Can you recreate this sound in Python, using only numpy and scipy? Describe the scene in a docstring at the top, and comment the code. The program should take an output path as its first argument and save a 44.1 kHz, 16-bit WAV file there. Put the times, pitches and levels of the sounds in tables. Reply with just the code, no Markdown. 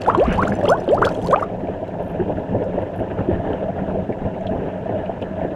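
"""Bubbles around a toy submarine

A toy submarine hums through a swimming pool, heard by two microphones in a watertight case.
Most air bubbles break loose early, right at the case: gliding rings chirp, short rings pop,
and brief noise bursts crackle and fizz. Then coloured noise churns and low rings glug around
the motor, a stack of wavering sine tones. Small drips and thin, very high ticks lie behind."""
import sys
import numpy as np
from scipy import signal
from scipy.fft import rfft, irfft, next_fast_len
from scipy.io import wavfile
from scipy.ndimage import uniform_filter1d, map_coordinates

SR = 44100
rng = np.random.default_rng(int(sys.argv[2]) if len(sys.argv) > 2 else 0)


def master_out(mix):
    """Clip the mix to full scale and print it as 16-bit PCM to the path in sys.argv[1]."""
    frames = np.transpose(np.atleast_2d(mix))
    ceiling = np.clip(frames, -1, 1)
    pcm = np.round(ceiling * 32767).astype(np.int16)
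    wavfile.write(sys.argv[1], SR, pcm)


N = 244755
TIME = np.arange(N) / SR
ESCAPE_S = 1.44  # how long air escapes

# bubbles that pinch off and ring briefly: t/s, f/Hz, level/dB
POP_EVENTS = [(0.017, 2570, -29.5), (.062, 1350, -17), (.082, 456, -7.5), (0.099, 1210, -6),
              (0.1483, 993, -5), (.149, 2970, -28), (.198, 2570, -23), (.377, 740, -11.5),
              (0.4315, 967, -16.5), (.433, 2160, -23), (0.521, 1610, -18), (0.612, 1680, -26.5),
              (.63, 604, -11), (.655, 2640, -25), (.678, 496, -10.5), (0.878, 510, -9.5), (0.89, 3000, -24),
              (1.015, 394, -9.5), (1.018, 1470, -21), (1.05, 3270, -17.5), (1.091, 2400, -33),
              (1.311, 3240, -28.5), (1.312, 2250, -30.5), (1.359, 744, -11), (1.36, 2390, -20.5),
              (1.394, 1350, -25)]
# waves slapping in the pool: t/s, level/dB, f/Hz, length of the wash/s, push on the case/dB
WAVES = [(.276, -8, 225, 0.016, -30), (0.299, -20.5, 198, 0.13, -27), (0.431, -9, 267, 0.11, -33),
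         (.586, -8, 604, 0.06, -34), (.98, -11.5, 400, 0.085, -31), (1.107, -16.5, 527, 0.035, -49),
         (1.285, -12, 440, 0.064, -36), (1.41, -10, 604, 0.011, -43), (1.633, -13.5, 335, 0.016, -40),
         (1.994, -15, 647, 0.022, -35.5), (2.197, -13, 327, 0.034, -34.5), (2.293, -13.5, 605, 0.011, -29),
         (2.366, -18.5, 293, 0.019, -31), (2.544, -9.5, 535, 0.012, -33), (2.613, -15.5, 398, 0.015, -33),
         (2.74, -14, 432, 0.012, -40), (2.78, -9.5, 578, 0.06, -35), (2.984, -18, 271, 0.041, -39),
         (3.182, -15.5, 410, 0.037, -25.5), (3.285, -5.5, 307, 0.091, -36.5),
         (3.456, -22, 351, 0.09, -29.5), (3.488, -18, 650, .012, -40), (3.626, -13.5, 583, 0.017, -29.5),
         (3.775, -15, 692, 0.028, -36), (3.814, -19.5, 187, 0.14, -39), (3.984, -15, 587, 0.022, -34),
         (4.088, -16, 219, 0.028, -42.5), (4.213, -17.5, 197.4, 0.0072, -34), (4.25, -16, 586, 0.027, -34),
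         (4.508, -14, 200, 0.088, -29), (4.617, -15.5, 433, .05, -38), (4.892, -12.5, 646, 0.12, -46),
         (5.093, -9, 612, 0.02, -32.5), (5.215, -14, 478, 0.02, -39), (5.414, -12.5, 580, 0.041, -30)]


def chirps(count=3):
    """Bubbles sing out one by one; each sheds smaller ones that sound beside it, off in pitch."""
    # gliding bubbles; the large late ones are low gulps: t/s, length/s, start f/Hz, end f/Hz, level/dB
    singing = [(0.072, 0.029, 640, 1242, -8.5), (.108, 0.034, 590, 1044, -23),
               (0.11, 0.041, 978, 1540, -27), (.169, 0.079, 274, 844, -7.5), (0.195, 0.028, 873, 1220, -30),
               (0.197, 0.011, 2540, 3540, -34), (0.246, 0.022, 960, 1300, -21),
               (0.375, 0.032, 747, 1200, -11.5), (0.403, 0.016, 1110, 1360, -19),
               (0.422, 0.01, 1190, 1630, -10.5), (0.432, 0.009, 1590, 2350, -29),
               (0.45, 0.01, 2300, 4250, -38), (0.467, 0.017, 1097, 1550, -20),
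               (0.485, 0.068, 181.5, 221, -18), (0.635, 0.024, 545, 643, -11),
               (0.649, 0.015, 1000, 1500, -21), (0.68, 0.011, 2380, 3380, -25),
               (0.676, 0.071, 351, 894, -9), (0.681, 0.028, 716, 1356, -13),
               (0.704, 0.038, 1254, 1570, -15.5), (0.741, 0.024, 863, 1150, -18),
               (0.882, 0.083, 293.5, 943, -8.5), (0.971, 0.016, 974, 1350, -18),
               (1.018, 0.017, 777, 1734, -5.5), (1.04, 0.011, 1686, 3030, -26.5),
               (1.031, 0.05, 356, 707, -13.5), (1.034, 0.016, 1160, 1370, -19.5),
               (1.035, 0.018, 1510, 1660, -23.5), (1.051, 0.036, 1606, 1370, -25),
               (1.064, 0.01, 764, 1350, -14.5), (1.069, 0.018, 1253, 1494, -19.5),
               (1.224, 0.054, 668, 1183, -26), (1.299, 0.025, 512, 820, -13),
               (1.306, 0.013, 1400, 1530, -27.5), (1.321, 0.031, 448, 696, -9),
               (1.327, 0.021, 977, 1356, -5.5), (1.362, 0.035, 756, 952, -18),
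               (1.424, .01, 1020, 1344, -13.5), (2.194, 0.031, 337, 390, -14.5),
               (2.299, 0.022, 660, 570, -19.5), (2.55, 0.019, 598, 558, -20), (2.604, 0.033, 508, 541, -18),
               (2.656, 0.027, 498, 553, -21), (2.77, 0.023, 540, 615, -17), (3.29, 0.018, 385, 323, -16.5),
               (3.3, 0.029, 178, 204, -21), (3.314, 0.039, 80, 90, -16), (3.392, 0.018, 603, 656, -19),
               (3.655, 0.02, 608, 634, -19), (3.682, 0.022, 656, 668, -15.5),
               (3.809, 0.04, 173.7, 194, -19.5), (3.965, 0.034, 434, 636, -20.5),
               (4.266, 0.024, 630, 670, -22.5), (4.857, 0.019, 636, 653, -17),
               (4.933, 0.042, 651, 610, -18.5), (4.983, 0.021, 605, 628, -20.5),
               (5.035, 0.027, 617, 650, -19)]
    split_db, split_ratio, split_s = -16.5, 1.5, 0.014  # shed bubble: top level, pitch spread, length
    out = np.zeros(N)
    for s, length, start_hz, end_hz, db in singing:
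        add(out, s, amp(db) * glide(length, start_hz, end_hz))
        glide_ratio = end_hz / start_hz
        for when, detune in rng.random((count, 2)):
            hz = start_hz * glide_ratio ** when * split_ratio ** (1.506 * detune - 0.5)
            shed = glide(split_s, hz, hz * glide_ratio ** 0.3)
            add(out, s + 0.7 * when * length, amp(db + split_db - 11 * detune) * shed)
    return out


def pops():
    """Bubbles close by ring briefly, each set off by a wet snap of noise."""
    out = np.zeros(N)
    for s, hz, db in POP_EVENTS:
        add(out, s, amp(db) * bubble(hz, cycles=9 + hz / 80, rise=0.31))
        add(out, s, amp(db - 14.5) * puff(hz, ratio=1.35, t60=0.046))
        add(out, s, amp(db - 27) * puff(2200, ratio=1.8, t60=0.0045))
    return out


def gurgle(count=280):
    """Lesser bubbles plip and chirp around the pops; the small ones are higher and weaker."""
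    lead_s, trail_s = 0.002, 0.045  # the froth gathers from just before a pop until a while after it
    out = np.zeros(N)
    for which, when, size, strength, kind in rng.random((count, 5)):
        pop_s = POP_EVENTS[int(which * len(POP_EVENTS))][0]
        s = pop_s - lead_s + (lead_s + trail_s) * when ** 1.5
        hz = 650 * 5 ** size
        if kind < 0.85:
            plip = bubble(hz, cycles=16 + hz / 130, rise=0.078)
        else:
            plip = glide(0.0097, hz, 1.17 * hz)
        add(out, s, amp(-24.5 - 12.3 * size - 16.0 * strength) * plip)
    return out


def gushes(count=420):
    """A cloud of very small rising bubbles swells and thins out, and shoves the water at the case."""
    # gushes of fine air hissing out: t/s, length/s, level/dB
    gush_rows = [(0.206, 0.21, -33), (0.271, 0.098, -36.5), (0.369, 0.13, -41.5), (0.498, 0.14, -45.5),
                 (0.675, 0.03, -41), (1.01, 0.029, -40)]
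    # colour of the fizz: f/Hz, level/dB
    fizz_colour = [(500, -20), (900, 7), (1600, 7), (2000, -0.5), (2900, 3), (3300, -9.5), (4200, -19),
                   (6000, -30), (15000, -52.5)]
    # colour of the shove: f/Hz, level/dB
    shove_colour = [(15, -12.5), (55, 13), (90, -5), (150, -9.5), (260, -10.5), (600, -34), (2000, -120)]
    air, cloud = np.zeros(N), np.zeros(N)
    for s, length, db in gush_rows:
        add(air, s, amp(db) * signal.windows.tukey(int(length * SR), 0.7))
    for when, size in rng.random((count, 2)):
        hz = 1200 * 2.45 ** size
        add(cloud, when * ESCAPE_S, amp(-3 - 6 * size) * glide(0.011, hz, 1.14 * hz))
    fizz = amp(-4.0) * coloured(sparks(rate=3300, spread_db=4.5), fizz_colour)
    shove = amp(6.0) * coloured(rng.standard_normal(N), shove_colour)
    return air * (fizz + cloud + shove)


def crackle(count=380, spatter_count=2):
    """Tiny bubbles burst on the case: a dry crack, a brief wet ring, and a spatter after the listed ones."""
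    # the listed bursts: t/s, level/dB, f/Hz
    bursts = [(0.0172, -27, 4560), (0.062, -37, 3470), (.0775, -31, 8670), (.0902, -41, 3450),
              (.176, -32, 4100), (0.2389, -32.5, 4570), (.325, -30, 5870), (.34, -33.5, 8660),
              (.3576, -38, 4260), (.378, -34.5, 4600), (0.4168, -33.5, 4240), (0.433, -35.5, 6100),
              (0.4792, -26.5, 7000), (0.5524, -37.5, 6140), (0.6522, -34, 4120), (0.6894, -22, 4800),
              (0.7, -24, 5770), (.8006, -37, 5520), (0.912, -36, 7150), (.9433, -30.5, 4520),
              (1.0425, -36.5, 7700), (1.0509, -22, 5200), (1.0616, -26.5, 4460), (1.0894, -30, 4560),
              (1.1214, -37.5, 6000), (1.1438, -39, 6460), (1.2236, -33, 8600), (1.2441, -33.5, 4680),
              (1.2615, -30.5, 9900), (1.27, -25, 4330), (1.3078, -30.5, 6180), (1.323, -31, 7440),
              (1.4255, -40.5, 5490), (1.8781, -44.5, 3910), (2.6398, -45, 5130), (4.4092, -46, 6500),
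              (4.4676, -48.5, 3640), (5.215, -44, 4830)]
    # colour of all the bursts: f/Hz, level/dB
    burst_colour = [(600, -17), (1500, 10), (3000, 11), (4500, 2.5), (6000, 4), (8000, 1.5), (11000, -2),
                    (15500, -13.5)]
    weakest_db, range_db = -55.5, 17.5  # random bursts while the air escapes
    spatter_s, spatter_db = 0.024, -12  # smaller bubbles burst within this time, at most this strong
    out = np.zeros(N)
    weak = [(ESCAPE_S * when, weakest_db + range_db * size ** 2, 3100 * 3.7 ** pitch)
            for when, size, pitch in rng.random((count, 3))]
    for s, db, hz in list(bursts) + weak:
        add(out, s + 0.0011, amp(db - 4.5) * puff(1.4 * hz, ratio=3.6, t60=0.0046))
        add(out, s + 0.001, amp(db - 9.0) * bubble(hz, cycles=63, rise=0.12))
        add(out, s + 0.0026, amp(db - 20) * puff(4200, ratio=2.0, t60=0.031))
    for s, db, hz in bursts:
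        for late, detune in rng.random((spatter_count, 2)):
            droplet = puff(1.1 * hz * 2 ** (detune - 0.5), ratio=1.5, t60=0.009)
            add(out, s + spatter_s * late, amp(db + spatter_db - 6 * late) * droplet)
    return filtered(out, lambda hz: amp(along(burst_colour, hz)))


def pool(x):
    """The surface and the walls send the bubbles back as a short, dull tail."""
    tail = puff(790, ratio=1.94, t60=0.12)
    delayed = np.pad(tail, (SR // 250, 0))  # 4 ms late
    return signal.fftconvolve(x, delayed / np.abs(rfft(tail)).max())[:N]


def glugs(count=3):
    """A wave slaps a few times quickly, rings low, and rolls briefly between the pool's walls."""
    slosh_s, loss_db = 0.007, 6.5  # it slaps again after about this long, weaker each time
    out = np.zeros(N)
    for s, db, hz, _, _ in WAVES:
        add(out, s + 0.0019, amp(db - 2) * bubble(hz, cycles=4 + hz / 90, rise=0.17))
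        for k, (late, detune) in enumerate(rng.uniform(-1.05, 1, (count, 2)), 1):
            slap = bubble(hz * 1.29 ** detune, cycles=9.6, rise=0.18)
            add(out, s + 0.00204 + slosh_s * (k + 0.37 * late), amp(db - loss_db * k) * slap)
        add(out, s + 0.00426, amp(db - 19.5) * puff(hz, ratio=1.9, t60=0.073))
    return filtered(out, lambda hz: 1 / (1 + (hz / 1050) ** 8))


def pushes():
    """While its wash lasts and a little after, each wave leans on the case with a low rumble."""
    # colour of the push: f/Hz, level/dB
    push_colour = [(12, -13.5), (30, -7), (75, 3), (120, -3), (200, -2.5), (400, -25), (1000, -94)]
    force = np.zeros(N)
    for s, _, _, length, push_db in WAVES:
        add(force, s, amp(push_db) * swell(attack_s=0.021, hold_s=length, t60=0.21))
    return force * coloured(rng.standard_normal(N), push_colour)


def flow():
    """How hard the water moves, in dB: a slowly varying stir, and a wash that grows with each wave's slap."""
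    # stir of the water under the waves, before the offset below: t/s, level/dB
    stir = [(0.0, -25.5), (0.15, -22.5), (0.28, -25.5), (0.65, -23.5), (1.74, -28), (2.67, -25.5),
            (2.83, -29), (3.06, -26), (3.36, -26), (3.88, -28.5), (4.06, -30.5), (4.3, -26.5), (5.09, -29),
            (5.24, -29.5), (5.55, -27)]
    stir_offset_db = -1.53
    wash_db, middling_db = -26, -12  # the wash of a middling wave, and the slap level of such a wave
    wash_grows = 0.078  # dB of wash per dB of slap
    stir_db, = curves(stir)
    power = amp(stir_db + stir_offset_db) ** 2
    for s, db, _, length, _ in WAVES:
        wash = amp(wash_db + wash_grows * (db - middling_db)) * swell(0.0043, length, t60=0.12)
        add(power, s, wash ** 2)
    return 10 * np.log10(power)


def water():
    """Flow is a deep surge, a churn of countless soft bubbles and a thin fizz, over a steady hiss."""
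    # colours of the four layers, each: f/Hz, level/dB
    surge_colour = [(12, -18.5), (29, 2.5), (45, -5.5), (70, -2), (105, 5.5), (140, -2), (180, 8),
                    (230, -1), (300, -6), (600, -61.5), (2000, -120)]
    churn_colour = [(130, -62.5), (250, 0.5), (420, 0), (470, -0.5), (520, 0.5), (650, 2), (760, -5),
                    (930, -9.5), (1020, -13.5), (1130, -38), (1600, -54.5), (3000, -65.5)]
    fizz_colour = [(600, -5.5), (1150, 7), (1500, 9), (1740, 12), (1900, 3.5), (2300, -0.5), (2800, 2),
                   (3500, -9), (3900, -14), (4400, -26.5), (7000, -37), (15500, -62.5)]
    hiss_colour = [(2000, 0), (4500, 1.5), (7000, -1), (9500, -10), (13500, -13), (15500, -36.5)]
    # fine bubbles in the water, before the fizz offset: t/s, level/dB
    foam = [(0.0, -49), (0.31, -48.5), (0.76, -50), (1.76, -53), (3.51, -48.5), (3.97, -52), (4.71, -50.5),
            (5.55, -51.5)]
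    surge_db, churn_db, fizz_db = -4, -0.37, 5.5  # surge and churn against the flow, fizz against foam
    flow_db = flow()
    foam_db, = curves(foam)
    mean_db = flow_db.mean()
    stirring_db = flow_db - uniform_filter1d(flow_db, SR // 2)  # a harder churn also fizzes more
    lapping = wobble(45)

    surge_level = mean_db + surge_db + (flow_db - mean_db) + 1.4 * lapping + 1.9 * wobble(13)
    surge = coloured(rng.standard_normal(N), surge_colour) * amp(surge_level)
    soft_bubbles = coloured(sparks(rate=1500, spread_db=1.5), churn_colour)
    churn = lumpy(soft_bubbles, depth_db=3, size=512) * amp(flow_db + churn_db + 1.2 * lapping)
    fine_bubbles = coloured(sparks(rate=4000, spread_db=0.5), fizz_colour)
    fizz_level = foam_db + fizz_db + 0.4 * stirring_db + 0.8 * lapping + wobble(70)
    fizz = lumpy(fine_bubbles, depth_db=4, size=256) * amp(fizz_level)
    hiss = amp(-67.0) * coloured(rng.standard_normal(N), hiss_colour)
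    return surge + churn + fizz + hiss


def standing(x):
    """Standing waves of the pool and the case lift a few low pitches above the rest."""
    # resonances: f/Hz, width/Hz, boost/dB
    resonances = [(248.2, 27, 5.5), (295, 16, 6), (359.5, 25, 5), (425, 33.5, 7), (517, 49, 4.5)]
    floor = [(200, 1), (235, -4.5), (570, -2.5), (620, 0)]  # level between them: f/Hz, level/dB

    def response(hz):
        peaks_db = sum(db / (1 + (2 * (hz - centre) / width) ** 2) for centre, width, db in resonances)
        return amp(along(floor, hz) + peaks_db)
    return filtered(x, response)


def motor():
    """The shaft turns a little unevenly; ripples overhead make each of its orders fade in and out."""
    # tones of the shaft, before the fading: multiple of the shaft rate, level/dB
    orders = [(1, -35), (2, -33), (3, -40.5), (4, -54)]
    shaft_hz = 94.8 * (1 + 0.01192 * wobble(5) + 0.0296 * wobble(35))
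    phase = 2 * np.pi * np.cumsum(shaft_hz) / SR
    hum = np.zeros(N)
    for order, db in orders:
        hum += amp(db - 4 + 2.9 * np.tanh(wobble(9.9))) * np.sin(order * phase)
    # the gears rattle a resonance of the hull, whose pitch wanders as the water moves around it
    rattle = unit(filtered(rng.standard_normal(N), lambda hz: 1 / (1 + (hz / 32) ** 2)))
    hull_hz = 635 * (1 + 0.04 * wobble(12))
    hull = rattle * np.sin(2 * np.pi * np.cumsum(hull_hz) / SR)
    nearness_db = np.interp(TIME, [1.5, 3.8], [-2.5, 1])  # the boat turns towards the microphones
    return amp(nearness_db) * (hum + amp(-35 + 2.9 * wobble(14)) * hull)


def drips(count=130):
    """Small drips far off, each a snap and a short ring with a damp tail, among many fainter ones."""
    # the clearer drips: t/s, level/dB, f/Hz
    clear_drips = [(1.671, -32.5, 2580), (2.2, -24.5, 1620), (2.37, -26, 1560), (2.783, -29, 1760),
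                   (3.186, -22, 1350), (3.312, -32, 1750), (3.53, -30, 1650), (3.531, -32, 2840),
                   (3.783, -24.5, 1400), (3.788, -30, 1790), (3.898, -25, 1300), (4.124, -23.5, 1870),
                   (4.4676, -26.5, 3240), (4.659, -33, 1600), (4.892, -29.5, 2010), (5.058, -30, 2650),
                   (5.2224, -26.5, 2800), (5.408, -28, 1910)]
    out = np.zeros(N)
    faint = [(when * N / SR, -44 + 9 * size ** 2 - 4 * pitch, 1350 * 2.1 ** pitch)
             for when, size, pitch in rng.random((count, 3))]
    for s, db, hz in list(clear_drips) + faint:
        add(out, s + 0.00087, amp(db - 5) * bubble(hz, cycles=25, rise=0.062))
        add(out, s + 0.001198, amp(db - 9.0) * puff(hz, ratio=1.135, t60=0.051))
        add(out, s + 0.001, amp(db - 9.0) * puff(hz, ratio=1.28, t60=0.0088))
    return out


def trills():
    """Very high, thin ticks, each a narrow burst of noise, come in short, even trains."""
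    # faint trains of ticks: t/s, length/s, level/dB
    trains = [(2.029, .1, -53), (2.821, .01, -52.5), (2.962, .045, -49.5)]
    gap_s, tick_hz = 0.0176, 11600  # from tick to tick, and their pitch
    out = np.zeros(N)
    for s, length, db in trains:
        for late in np.arange(0, length, gap_s):
            add(out, s + late, amp(db - 2) * puff(tick_hz, ratio=1.13, t60=0.011))
    return out


def glide(length, start_hz, end_hz):
    """A bubble of peak about 1 swells and fades while its pitch moves by a steady ratio, wavering a little."""
    crest_share, swell_db, fade_db = 0.65, 6, 10.5  # where it is loudest; its swell before, its fade after
    waver, waver_at_hz = 0.025, 1200  # pitch waver of a bubble that starts here; higher ones waver more
    u = np.linspace(0, 1, int(length * SR))

    def tremble(rate):
        return map_coordinates(rng.standard_normal(64), [u * length * rate], mode="mirror")
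    depth = waver * min(start_hz / waver_at_hz, 2)
    hz = start_hz * (end_hz / start_hz) ** u * (1 + depth * tremble(261))
    phase = 2 * np.pi * np.cumsum(hz) / SR
    level_db = np.interp(u, [0, crest_share, 1], [-swell_db, 0, -fade_db])
    envelope = amp(level_db + 1.7 * tremble(221)) * signal.windows.tukey(len(u), 0.18)
    return envelope * (np.sin(phase) + amp(-43.5) * np.sin(2 * phase))


def bubble(hz, cycles, rise):
    """A ring of peak 1 dies by 60 dB in so many cycles of hz while its pitch rises by the share rise."""
    life = cycles / hz
    t = np.arange(int(life * SR) + 2) / SR
    tone = np.sin(2 * np.pi * hz * t * (1 + rise * t / life / 2))
    ring = tone * np.exp(-np.log(1000) * t / life) * (1 - np.exp(-2 * t * hz))
    return ring / np.abs(ring).max()


def puff(hz, ratio, t60):
    """Noise from hz / ratio to hz * ratio, rms 1 before its envelope, rises in about a cycle and dies in t60."""
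    t = np.arange(int(t60 * SR) + 2) / SR
    ratio = max(ratio, 1.05)
    edges = np.clip([hz / ratio, hz * ratio], 30, SR * 0.45)
    band = signal.butter(3, edges, "band", fs=SR, output="sos")
    noise = signal.sosfilt(band, rng.standard_normal(len(t) + SR // 20))  # the filter settles first
    return unit(noise[-len(t):]) * amp(-60 * t / t60) * (1 - np.exp(-(t * hz) ** 2))


def swell(attack_s, hold_s, t60):
    """An envelope of half a second at most that rises, holds and dies away."""
    t = np.arange(SR // 2) / SR
    return (1 - np.exp(-t / attack_s)) * amp(-60 * np.maximum(t - hold_s, 0) / t60)


def sparks(rate, spread_db):
    """Impulses at random times, about rate a second, and of scattered sizes; rms 1."""
    hit = rng.random(N) < rate / SR
    size = amp(spread_db * np.clip(rng.standard_normal(N), -2, 2))
    return unit(hit * size * np.sign(rng.standard_normal(N)))


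def lumpy(x, depth_db, size):
    """x broken into lumps: patches of pitch swell and fade on their own, some 20 ms at a time; rms 1."""
    z = signal.stft(x, nperseg=size)[2]
    field = uniform_filter1d(rng.standard_normal(z.shape), 3, 0)  # smooth over pitch
    field = uniform_filter1d(field, 2048 // size, 1)  # smooth over time
    gain = amp(depth_db * np.tanh(unit(field)))
    return unit(signal.istft(z * gain, nperseg=size)[1][:N])


def coloured(x, spectrum):
    """x with the given colour, at rms 1."""
    return unit(filtered(x, lambda hz: amp(along(spectrum, hz))))


def filtered(x, response):
    """x times a response of frequency."""
    m = next_fast_len(N + SR // 2)
    return irfft(rfft(x, m) * response(np.fft.rfftfreq(m, 1 / SR)), m)[..., :N]


def along(points, hz):
    """(f/Hz, value) points read on a log axis."""
    f, v = np.transpose(points)
    return np.interp(np.log(hz + 1), np.log(f + 1), v)


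def curves(rows):
    """One value per sample for each column after the time."""
    s, *cols = np.transpose(rows)
    return [np.interp(TIME, s, c) for c in cols]


def wobble(rate):
    """A smooth random curve with rate knots a second."""
    return map_coordinates(rng.standard_normal(int(N * rate / SR) + 4), [TIME * rate])


def add(track, s, sound):
    """Mix a sound into the track at s seconds."""
    start = int(np.clip(round(s * SR), 0, N - 1))
    track[start:start + len(sound)] += sound[:N - start]


def amp(db):
    """Decibels to gain."""
    return 10 ** (np.asarray(db) / 20)


def unit(x):
    """Scale to rms 1."""
    return x / np.sqrt(np.mean(x ** 2) + 1e-20)


def scene():
    """The pool reaches both microphones alike; the close bubbles differ in phase between them."""
    # difference of the close bubbles between the two microphones: f/Hz, side level/dB
    width = [(200, -46), (700, -33.5), (1300, -19), (2400, -18), (4400, -9.5), (8000, -2), (15000, 9.5)]
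    close = chirps() + pops() + gurgle() + gushes() + crackle()
    moving_water = standing(glugs() + water()) + pushes()
    mid = close + amp(-9.0) * pool(close) + moving_water + motor() + drips() + trills()
    # a quarter-cycle shift, whose size and direction wander
    side = filtered(close * wobble(70), lambda hz: 1j * amp(along(width, hz)))
    return np.array([mid + side, mid - side])


def record(dry):
    """Peaks clip at full scale, then nothing is kept above the band limit."""
    top_hz = 15750
    return filtered(np.clip(dry, -1, 1), lambda hz: hz < top_hz)


dry = scene()
out = record(dry)
master_out(out)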